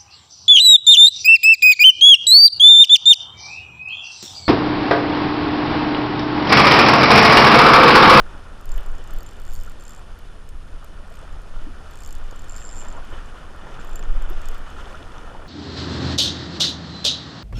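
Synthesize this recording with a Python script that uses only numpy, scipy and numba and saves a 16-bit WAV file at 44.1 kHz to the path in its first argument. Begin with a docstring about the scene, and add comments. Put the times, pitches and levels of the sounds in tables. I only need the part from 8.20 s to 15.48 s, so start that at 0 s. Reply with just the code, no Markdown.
"""Swell washes among the concrete blocks of a breakwater: noise and bubble clouds ride a slow swell, with
splashes, slaps, plops, small knocks, spatters and drops on top. Wind buffets a body-worn camera as gust-shaped
low noise. As line is pulled out, the drag of a fishing reel ticks and buzzes: ringing modes and a noise crack
per click. A boat engine drones far away and the camera's electronics whine, both as wavering sines.
The camera case adds resonances to most of the water."""
import sys
import numpy as np
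from scipy import signal
from scipy.fft import rfft, irfft
from scipy.io import wavfile
from scipy.ndimage import uniform_filter1d
from numba import njit

SR = 44100
rng = np.random.default_rng(int(sys.argv[2]) if len(sys.argv) > 2 else 0)


def wrap_up_sound(samples):
    """Save the sound to the file named by the first command line argument, as 16-bit audio."""
    columns = np.atleast_2d(samples).T
    # keep every value between -1 and 1, then stretch to whole-number steps
    tamed = np.clip(columns, -1, 1)
    steps = np.round(tamed * 32767).astype(np.int16)
    wavfile.write(sys.argv[1], SR, steps)


N = 321048
TIME = np.arange(N) / SR  # s

# Table levels are starting points: the functions trim, scatter or colour them further.

# slow swell of the wash: [start_s, level_db, gurgle_db and spray_db relative to the wash]
SWELL = [(0, -47, -3, -10.5), (0.35, -49.5, -2, -8.5), (0.65, -48.5, -1, -8.5), (1.25, -52.5, 1.5, -4),
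         (1.75, -49.5, -1.5, -7.5), (2.3, -54, 0.5, -8.5), (2.85, -49.5, -3.5, -10.5), (3.2, -50.5, -1, -8),
         (3.8, -49.5, -3, -7.5), (4.5, -47, -3, -8), (4.75, -44, -4, -12.5), (5.08, -46.5, -3, -8),
         (5.38, -47, -2.5, -9.5), (5.58, -45.5, 0.5, -6.5), (6.3, -43, -5.5, -8), (6.7, -45, -0.5, -9),
         (7.28, -45.5, -1, -12.5)]
# wavelets breaking on the blocks: [crest_s, lift_db over the swell, fall_s]
SPLASHES = [(.12, 4, 0.081), (.58, 3, 0.13), (.92, 4, 0.054), (1.5, 0, 0.039), (2.618, 1.5, 0.041),
            (3.03, 4, 0.02), (3.36, 2, 0.087), (3.67, 3.5, 0.067), (4.12, 1.5, 0.038), (4.65, 3, 0.08),
            (4.77, 1, 0.058), (4.939, 4, 0.04), (5.481, 2, 0.068), (6.6, 3.5, 0.11), (6.75, -0.5, 0.029),
            (7.1, 3, 0.044)]
SPLASH_RISE_S = 0.038
# outline of the water's spectrum: [frequency_hz, level_db per Hz]
WATER_SPECTRUM = [(90, 9.5), (250, 3.5), (550, 3.5), (900, 0), (1400, 0), (1650, -7), (2150, -13.5),
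                  (3300, -12.5), (4000, -22), (6000, -20.5), (7200, -22), (10500, -31.5), (13200, -36.5),
                  (14500, -58)]
# resonances of the camera case: [centre_hz, width_hz, lift_db]
CASE_RESONANCES = [(1413, 270, 2.5), (1804, 160, 6), (2465, 280, 3.5), (2976, 146, 6), (3540, 194, 5),
                   (4340, 280, 1.5), (5170, 550, 3), (6400, 210, 3)]
# droplets pattering back on the blocks: [start_s, level_db]
PATTER = [(0, -59.5), (2.6, -59), (4.5, -57), (4.95, -57), (5.3, -59.5), (6.05, -72.5), (6.35, -60),
          (6.7, -55), (7.0, -59), (7.28, -59)]
# steady roar of the open sea: [frequency_hz, level_db per Hz]
ROAR_SPECTRUM = [(35, -4.5), (62, 0), (90, -3.5), (130, -6.5), (200, -10.5), (400, -21), (1000, -67)]

# gusts on the microphone: [peak_s, half_length_s, buffet_db, rumble_db]
GUSTS = [(0.0, 0.077, -23, -43), (0.546, 0.055, -12.5, -39), (0.72, 0.1, -19.5, -45),
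         (0.945, 0.048, -19, -50), (1.55, 0.067, -31.5, -40), (1.344, 0.12, -19, -39.5),
         (1.91, 0.039, -36, -45), (2.352, 0.06, -28.5, -40.5), (2.543, 0.048, -28.5, -39.5),
         (2.793, 0.043, -32, -36.5), (3.15, 0.047, -27.5, -38), (3.41, 0.11, -20.5, -52),
         (3.989, 0.12, -22, -47), (4.27, 0.14, -27.5, -43.5), (4.67, 0.2, -24, -55),
         (4.967, 0.14, -29, -42.5), (5.743, 0.15, -21.5, -47), (5.939, 0.069, -12.5, -39),
         (6.117, 0.12, -16, -42), (6.34, 0.089, -19, -44), (6.582, 0.11, -33.5, -43),
         (7.06, 0.044, -36, -46)]
BREEZE_DB, RUMBLE_FLOOR_DB = -35, -47.5  # between the gusts
# slow sway of the air: [frequency_hz, level_db per Hz]
SWAY_SPECTRUM = [(5, -19), (9, -11), (12.7, 12.5), (19, -5.5), (30, -33)]
# dull thud riding on the sway: [frequency_hz, level_db per Hz]
THUD_SPECTRUM = [(14, -24), (21, -2), (30, -4.5), (45, -33), (70, -54), (120, -54), (300, -66)]
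# rumble of the smaller eddies: [frequency_hz, level_db per Hz]
RUMBLE_SPECTRUM = [(20, -33), (36, -1), (55, -7), (80, -7.5), (120, -27.5), (250, -34), (600, -39.5)]
THUD_DB_PER_OCTAVE = 4.5  # the shorter a gust, the harder it thuds
THUD_HALF_S = 0.1  # half length of a gust whose thud gets no lift

# whine of the camera's electronics: [pitch_hz, level_db]
WHINE = [(9593, -81.5), (9652, -72.5)]

# plops, small knocks and sharp spatters: [start_s, starting pitch_hz, peak_db, t60_s]
PLOPS_AND_KNOCKS = [(0.404, 1280, -38, 0.014), (.580, 3000, -38, 0.016), (1.476, 1360, -33, 0.014),
                    (2.627, 1292, -35, 0.0079), (2.852, 740, -46, .04), (2.908, 598, -43, .06),
                    (3.36, 1360, -39.5, .03), (3.013, 399, -45, 0.062), (3.028, 604, -42, 0.05),
                    (3.044, 810, -43, 0.032), (3.442, 330, -42, 0.037), (3.466, 264, -33.5, 0.067),
                    (3.488, 220, -38, 0.078), (4.028, 1180, -34, 0.014), (4.748, 900, -36, 0.045),
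                    (4.93, 3060, -41, 0.015), (6.106, 306, -30, 0.039), (6.3, 415, -39, 0.067),
                    (6.656, 3430, -43, 0.011), (6.749, 1330, -40, 0.027), (7.039, 440, -38, 0.039),
                    (7.074, 1336, -36, 0.034), (7.148, 843, -34.5, 0.033)]

# single drag clicks while the spool slips tooth by tooth: [start_s, crack_db, ring_db, snap_db]
TICKS = [(0.411, -40, -61, -50), (0.4554, -37, -53, -48), (0.4913, -36, -45, -48), (0.5172, -32, -41, -47),
         (0.5402, -41, -54, -55), (0.5606, -39, -51, -53), (0.5771, -41, -56, -46), (0.6075, -44, -61, -56),
         (0.632, -42, -61, -51), (0.6619, -38, -54, -48), (0.6853, -45, -56, -60), (0.7168, -45, -57, -56),
         (0.7517, -41, -56, -57), (0.7826, -36, -53, -58), (0.8395, -39, -51, -58), (0.8744, -41, -53, -51),
         (0.9073, -35, -44, -47), (0.9358, -40, -55, -51), (0.9627, -37, -51, -54), (0.9852, -35, -46, -49),
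         (1.0056, -39, -53, -48), (1.0301, -33, -48, -48), (1.063, -38, -45, -54), (1.0889, -27, -50, -58),
         (1.1099, -39, -60, -55), (1.1323, -34, -53, -55), (1.1672, -41, -53, -57), (1.1992, -38, -55, -51),
         (1.5974, -38, -55, -55), (1.9889, -40, -58, -57), (2.2897, -39, -55, -54), (2.6444, -35, -56, -49),
         (3.1263, -39, -52, -55), (3.2176, -46, -60, -62), (3.9828, -40, -58, -55), (4.0412, -46, -55, -66),
         (4.2832, -37, -50, -63), (4.8489, -46, -59, -60), (4.9028, -44, -54, -62), (5.0574, -46, -54, -67),
         (5.1876, -47, -61, -60), (5.3617, -44, -54, -62), (5.5967, -41, -48, -74), (5.7568, -35, -37, -46),
         (5.7927, -34, -41, -55), (5.8371, -40, -52, -63), (6.0222, -37, -50, -48), (6.1, -38, -57, -47),
         (6.5013, -45, -57, -63)]
# runs of drag clicks: [start_s, fastest_s, end_s,
# clicks per s at the start, at the fastest moment, at the end, ring_db, snap_db, crack_db, rattle_db]
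# rattle_db is added to snap and crack around the fastest moment
CLICK_RUNS = [(1.217, 1.333, 1.518, 46, 120, 41, -52.5, -54.5, -33, 5),
              (1.608, 1.702, 1.793, 69, 78, 66, -47.5, -61, -34.5, 7),
              (2.876, 2.952, 3.014, 32, 72, 38, -66, -60, -33.5, 1),
              (3.71, 3.773, 3.805, 33, 64, 60, -50.5, -58, -31, 4.5),
              (3.821, 3.862, 3.951, 76, 78, 36, -48, -53, -29, 0),
              (4.11, 4.22, 4.243, 13, 40, 39, -48.5, -57, -38, -3),
              (4.295, 4.379, 4.45, 70, 116, 116, -39.5, -65, -37, 10),
              (4.46, 4.484, 4.522, 89, 108, 89, -36.5, -70, -39, 0),
              (4.528, 4.583, 4.635, 99, 130, 95, -37, -69, -33, 2),
              (4.649, 4.683, 4.767, 50, 59, 10.5, -40.5, -66, -35, 1),
              (5.611, 5.69, 5.731, 22, 55, 55, -48.5, -58, -41, 5),
              (6.216, 6.291, 6.38, 20, 38, 25, -55, -55.5, -32, 6)]
FORCE_DB_PER_OCTAVE = 1.5  # a faster spool strikes the pawl harder
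RATTLE_S = 0.02  # half length of the fastest moment of a run
# modes of the reel: [pitch_hz, level_db, t60_s, snap share 0-1; the ring drives the rest]
REEL_MODES = [(4490, 0, 0.0083, 0.57), (5130, 4.5, 0.0038, 0.22), (6650, 8.5, 0.0056, 0.43),
              (7290, 2, 0.017, 0.16), (7390, -2, 0.014, 0.05), (8100, 5.5, 0.0042, 0.8),
              (9640, -5.5, 0.01, 0.77), (12820, 7, 0.0063, 1), (13470, -1, 0.006, 0.95)]
# slow drift of the snap's pitch: [start_s, shift as a fraction]
SNAP_SHIFT = [(.5, 0.019), (1.4, 0.028), (2.0, .004), (3.8, -0.0032), (5.7, 0.015), (6.05, .018),
              (6.3, -0.0012)]
RING_RISE_S, SNAP_RISE_S, SCRAPE_T60_S = 0.0012, 0.0007, 0.0045
RING_DETUNE = 0.003  # random pitch spread, as a fraction
# spectrum of the pawl's crack: [frequency_hz, level_db per Hz]
CRACK_SPECTRUM = [(2500, -25), (3900, -12), (4450, 8), (4750, -1), (5250, 7.5), (6000, -1), (6600, 2),
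                  (8600, 6), (11000, -15.5), (12900, -4), (15000, -24)]

# water slapping flat against concrete: [start_s, level_db, t60_s, lowest_hz, highest_hz]
SLAPS = [(0.603, -45, .02, 1600, 2800), (4.123, -41, 0.045, 230, 1100), (4.618, -42, 0.061, 500, 1500),
         (4.775, -38, 0.12, 400, 1397), (4.921, -39.5, 0.13, 400, 3400), (4.98, -46, .16, 1350, 3500),
         (5.468, -38, 0.05, 400, 2100), (6.116, -38, 0.081, 260, 1000), (6.665, -41.5, 0.074, 600, 1900),
         (6.742, -37.5, 0.1, 1210, 1900)]
SLAP_RISE_S = 0.0032

# big drops landing on the concrete: [start_s, level_db, t60_s]
DROPS = [(5.827, -34, 0.0075), (6.133, -48, .014), (6.608, -49, .02), (6.656, -42, .012),
         (6.752, -45, .035), (6.828, -44, .012), (6.919, -42, 0.015), (6.982, -38.5, .009),
         (7.078, -50, .025)]
# spectrum of a drop's splat: [frequency_hz, level_db per Hz]
DROP_SPECTRUM = [(1200, -20), (2400, 3), (3400, 8), (4200, -14), (5300, 0), (6800, -3), (9000, -27),
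                 (14000, -35)]

TOP_HZ = 15100  # upper limit of the camera's sound


def undb(db):
    """Decibels to gain."""
    return 10 ** (np.asarray(db) / 20)


def unit(x):
    """Scale to rms 1."""
    return x / np.sqrt(np.mean(x ** 2))


def clock(length_s_inverse):
    """Time axis in seconds for a sound lasting 1 / length_s_inverse s."""
    return np.arange(SR // length_s_inverse) / SR


def decay(t, t60):
    """Exponential decay that falls 60 dB in t60 seconds."""
    return np.exp(-np.log(1000) * t / t60)


def soft_rise(t, rise_s):
    """Onset that starts from rest and builds over about rise_s."""
    return 1 - np.exp(-(t / rise_s) ** 2)


def curves(table):
    """Columns of a (start_s, ..) table, interpolated sample by sample."""
    s, *columns = np.transpose(table)
    return [np.interp(TIME, s, c) for c in columns]


def colour(x, points, peaks=()):
    """Filter by a (frequency_hz, level_db) outline with resonant peaks on top."""
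    f = np.maximum(np.arange(len(x) // 2 + 1) * SR / len(x), 1)
    hz, db = np.transpose(points)
    shape = np.interp(np.log(f), np.log(hz), db)
    for centre, width, lift in peaks:
        shape = shape + lift / (1 + (2 * (f - centre) / width) ** 2)
    return irfft(rfft(x) * undb(shape), len(x))


def band(x, lo_hz, hi_hz):
    """Band-pass."""
    return signal.sosfilt(signal.butter(4, [lo_hz, hi_hz], "band", fs=SR, output="sos"), x)


def below(x, hz):
    """Low-pass without delay, so that the rest is the matching high-pass."""
    return signal.sosfiltfilt(signal.butter(2, hz, fs=SR, output="sos"), x)


def walk(rate):
    """Random levels of rms 1, held for 1 / rate s and smoothed twice."""
    hold = int(SR / rate)
    steps = np.repeat(rng.standard_normal(N // hold + 1), hold)
    smooth = uniform_filter1d(uniform_filter1d(steps, hold), hold)
    return unit(smooth[:N])


def add(out, s, sound):
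    """Mix a sound in at time s."""
    i = int(np.clip(s * SR, 0, N - 1))
    out[i:i + len(sound)] += sound[:N - i]


@njit
def bubbles(start, hz, cycles, size, rise):
    """Each bubble rings for some cycles and rises in pitch as it nears the surface."""
    out = np.zeros(N)
    for k in range(len(start)):
        n, phase = int(cycles[k] * SR / hz[k]), 0.
        gain, fade = size[k], np.exp(-5 / n)
        for i in range(min(n, N - start[k])):
            phase += 2 * np.pi * hz[k] / SR * (1 + rise * i / n)
            gain *= fade
            out[start[k] + i] += gain * np.sin(phase)
    return out


def froth(count, lo_hz, hi_hz, cycles, spread_db):
    """A cloud of bubbles at random times: small, high ones outnumber large ones, and levels scatter."""
    when, pitch, life, size = rng.random((count, 4)).T
    hz = lo_hz * (hi_hz / lo_hz) ** np.sqrt(pitch)
    scatter_db = spread_db * np.minimum(-np.log(1 - size), 4)
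    gain = undb(scatter_db) * hz / np.sqrt(np.sqrt(pitch) + 0.18)  # balances the spectrum
    return bubbles((when * N).astype(np.int64), hz, cycles * (0.5 + life), gain, 0.35)


def splash_lift():
    """Decibels by which breaking wavelets shift the wash: a quick rise and a slower fall."""
    return sum(db * np.exp(-np.maximum((s - TIME) / SPLASH_RISE_S, (TIME - s) / fall_s))
               for s, db, fall_s in SPLASHES)


def sea(foam_db=0, bubble_db=-7, flicker_db=1.14, gurgle_db=-0.87, spray_db=8.5, sea_db=-0.5, lap_db=0.19):
    """Foam hiss and bubbles swell with each wave; low gurgle and high spray vary along with it."""
    swell_db, gurgle, spray = curves(SWELL)
    wash_db = swell_db + splash_lift() + lap_db * walk(9)
    cloud = unit(froth(count=7000, lo_hz=171.7, hi_hz=4945, cycles=12.5, spread_db=1.5))
    foam = undb(foam_db) * rng.standard_normal(N)
    water = colour(foam + undb(bubble_db) * cloud, WATER_SPECTRUM, CASE_RESONANCES)
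    water = water / np.std(band(water, 700, 1900))  # the middle of the wash sets its level
    low, not_high = below(water, 830), below(water, 1820)
    low_part = low * undb(gurgle + gurgle_db)
    middle_part = not_high - low
    high_part = (water - not_high) * undb(spray + spray_db)
    # each part flickers on its own
    flickering = sum(part * undb(flicker_db * walk(35)) for part in (low_part, middle_part, high_part))
    return flickering * undb(wash_db + sea_db)


def splashlets(count=260, splashlet_db=-9, t60_s=0.074, rise_s=0.0025, spread_db=1):
    """Little tongues of water tip over all the time: each a sudden pinch of fine bubbles that fades at once."""
    envelope, t = np.zeros(N), clock(5)
    for when, size, life in rng.random((count, 3)):
        pinch = decay(t, t60_s * (0.5 + life)) * (1 - np.exp(-t / rise_s))
        add(envelope, when * N / SR, undb(spread_db * size) * pinch)
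    fizz = froth(count=9000, lo_hz=750, hi_hz=3600, cycles=9.4, spread_db=0.5)
    swell_db = curves(SWELL)[0]
    return unit(colour(fizz * envelope, WATER_SPECTRUM, CASE_RESONANCES)) * undb(swell_db + splashlet_db)


def small_plops(small_db=-13.5):
    """Small bubble notes ring out of the wash, following the swell and the breaking wavelets."""
    swell_db = curves(SWELL)[0]
    notes = froth(count=260, lo_hz=271, hi_hz=2477, cycles=27, spread_db=-0.5)
    return unit(colour(notes, WATER_SPECTRUM, CASE_RESONANCES)) * undb(swell_db + splash_lift() + small_db)


def patter():
    """Thrown spray falls back as a fine crackle of droplets, made of very short, high bubble notes."""
    level_db, = curves(PATTER)
    spray = froth(count=30000, lo_hz=2500, hi_hz=10100, cycles=0.74, spread_db=-1.5)
    outline = [(2500, 5.0), (4000, 4.5), (6500, 2.0), (9000, 0.5), (12000, -5), (13800, -10), (15000, -30)]
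    return unit(colour(spray, outline, CASE_RESONANCES)) * undb(level_db)


def open_sea_roar():
    """The open sea roars as a steady low noise."""
    noise = rng.standard_normal(N)
    return unit(colour(noise, ROAR_SPECTRUM + [(4000, -100)])) * undb(-48.5)


def even_noise(points, hold_s):
    """Coloured noise evened out over hold_s, so that the gusts alone set its swell."""
    x = colour(rng.standard_normal(N), points + [(3000, -140)])
    return x / np.sqrt(uniform_filter1d(x ** 2, int(hold_s * SR)))


def swells(table):
    """Summed gain of bell-shaped swells, from rows (peak_s, half_length_s, level_db)."""
    return sum(undb(db) * np.exp(-((TIME - s) / half_s) ** 2) for s, half_s, db in table)


def wind(eddy_db=0.5, sway_db=-2, thud_db=-9):
    """Gusts push slowly on the diaphragm, the short ones with a thud; smaller eddies rumble."""
    s, half_s, buffet_db, rumble_db = np.transpose(GUSTS)
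    push = np.hypot(undb(BREEZE_DB), swells(zip(s, half_s, buffet_db)))
    sudden_db = THUD_DB_PER_OCTAVE * np.log2(THUD_HALF_S / half_s)
    thud = np.hypot(undb(-30), swells(zip(s, half_s, buffet_db + sudden_db)))
    eddies = undb(RUMBLE_FLOOR_DB + eddy_db * walk(12))
    rumble = np.hypot(eddies, swells(zip(s, half_s, rumble_db)))
    return (even_noise(SWAY_SPECTRUM, 0.084) * push * undb(sway_db)
            + even_noise(THUD_SPECTRUM, 0.0684) * thud * undb(thud_db)
            + even_noise(RUMBLE_SPECTRUM, 0.113) * rumble)


def tone(hz, db, waver_db, drift_hz):
    """A sine that wavers slightly in level and pitch."""
    phase = 2 * np.pi * np.cumsum(hz + drift_hz * walk(6)) / SR
    return np.sqrt(2) * np.sin(phase) * undb(db + waver_db * walk(2.9))


def boat_engine():
    """A distant engine drones on one low, wavering note."""
    return tone(hz=73.16, db=-53.5, waver_db=2.5, drift_hz=0.77)


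def camera_whine():
    """The camera's electronics whine on faint, high lines."""
    return sum(tone(hz, db, waver_db=-0.5, drift_hz=2.66) for hz, db in WHINE)


def plops_and_knocks(rise=0.8, glug_hz=800, splat=0.33, attack_s=0.00019, plop_db=1):
    """Plops, small knocks and sharp spatters: a short note with a splat of noise; low ones glide up."""
    out, t = np.zeros(N), clock(5)
    for s, hz, db, t60 in PLOPS_AND_KNOCKS:
        glide = rise / (1 + (hz / glug_hz) ** 4)
        note = np.sin(2 * np.pi * hz * t * (1 + glide * t / t60 / 2))
        noise = unit(band(rng.standard_normal(len(t)), hz * 0.39, hz * 1.2))
        body = (note + splat * noise) / (1 + splat)
        envelope = decay(t, t60) * (1 - np.exp(-t / (attack_s + t60 / 10)))
        add(out, s, undb(db + plop_db) * envelope / envelope.max() * body)
    return out


def drag_clicks(scatter_db=2.4):
    """Rows (start_s, crack_db, ring_db, snap_db): single clicks, and the clicks of each run at its changing rate."""
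    rows = list(TICKS)
    for start, fastest, end, first, top, last, ring_db, snap_db, crack_db, rattle_db in CLICK_RUNS:
        t = np.arange(start, end, 1 / SR)
        rate = np.interp(t, [start, fastest, end], [first, top, last])
        teeth = np.cumsum(rate) / SR  # teeth passed so far
        tooth_marks = np.linspace(0, teeth[-1], int(np.round(teeth[-1])) + 1)
        times = np.interp(tooth_marks, teeth, t)
        speed_db = FORCE_DB_PER_OCTAVE * np.log2(np.interp(times, t, rate) / top)
        force = speed_db + scatter_db * rng.standard_normal(len(times))
        rattle = force + rattle_db * np.exp(-((times - fastest) / RATTLE_S) ** 2)
        rows += zip(times, crack_db + rattle, ring_db + force, snap_db + rattle)
    return rows


def reel(clicks, reel_db=6.5, snap_detune=0.015, mode_scatter_db=2.0, damping_scatter=0.38):
    """The pawl snaps off each tooth of the drag; the clicker's ring builds just after, always near the same pitch."""
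    out, t = np.zeros(N), clock(25)
    hz, mode_db, t60, share = np.transpose(REEL_MODES)[:, :, None]
    share = np.clip(share, 0, 1)
    rise_s = RING_RISE_S * (1 - share) + SNAP_RISE_S * share
    for s, _, ring_db, snap_db in clicks:
        pitch, force, grip = rng.standard_normal((3, len(hz), 1))
        # every blow shares itself differently among the modes
        drive_db = (1 - share) * ring_db + share * snap_db
        db = mode_db + drive_db + mode_scatter_db * force * (0.5 + share)
        # the pawl damps the modes differently as it lands
        damped_t60 = t60 / np.exp(damping_scatter * grip)
        envelope = decay(t, damped_t60) * soft_rise(t, rise_s)
        drift = share * np.interp(s, *np.transpose(SNAP_SHIFT))
        shift = drift + (RING_DETUNE + snap_detune * share) * pitch
        modes = undb(db + reel_db) * envelope * np.sin(2 * np.pi * hz * (1 + shift) * t)
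        add(out, s, np.sum(modes, axis=0))
    return out


def cracks(clicks, crack_db=1):
    """The pawl scrapes over the edge of each tooth: a short, rough, broad crack, different every time."""
    blows, t = np.zeros(N), clock(50)
    envelope = decay(t, SCRAPE_T60_S) * soft_rise(t, SNAP_RISE_S)
    for s, db, _, _ in clicks:
        scrape = envelope * rng.standard_normal(len(t))
        add(blows, s, undb(db + crack_db) * scrape / np.linalg.norm(scrape))
    return colour(blows, CRACK_SPECTRUM)


def slaps(slap_db=0, fizz_db=-3):
    """A slap traps a burst of bubbles that dies away quickly."""
    out, t = np.zeros(N), clock(4)
    cloud = unit(froth(count=9000, lo_hz=225, hi_hz=3550, cycles=8.3, spread_db=0.0))
    fizz = undb(fizz_db) * rng.standard_normal(N)
    burst = colour(cloud + fizz, WATER_SPECTRUM, CASE_RESONANCES)
    for s, db, t60, lo_hz, hi_hz in SLAPS:
        envelope = decay(t, t60) * soft_rise(t, SLAP_RISE_S)
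        grains = unit(band(burst[int(s * SR):][:len(t)], lo_hz, hi_hz))
        add(out, s, undb(db + slap_db) * envelope / envelope.max() * grains)
    return out


def drops(drop_db=0, attack_s=0.00026):
    """A big drop bursts on the concrete with a short, bright tick of noise."""
    out, t = np.zeros(N), clock(20)
    for s, db, t60 in DROPS:
        envelope = decay(t, t60) * (1 - np.exp(-t / attack_s))
        splat = unit(colour(rng.standard_normal(len(t)), DROP_SPECTRUM, CASE_RESONANCES))
        add(out, s, undb(db + drop_db) * envelope / envelope.max() * splat)
    return out


def scene():
    """Sea, wind and reel, with a distant engine and the camera's whine."""
    wash = sea() + splashlets() + small_plops() + patter() + open_sea_roar()
    water = wash + plops_and_knocks() + slaps() + drops()
    clicks = drag_clicks()
    drag = reel(clicks) + cracks(clicks)
    return (water + wind() + boat_engine() + camera_whine() + drag)[None]


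def record(dry):
    """The camera cuts the top with a steep low-pass."""
    return signal.sosfilt(signal.ellip(8, 0.2, 70, TOP_HZ, fs=SR, output="sos"), dry)


dry = scene()
out = record(dry)
wrap_up_sound(out)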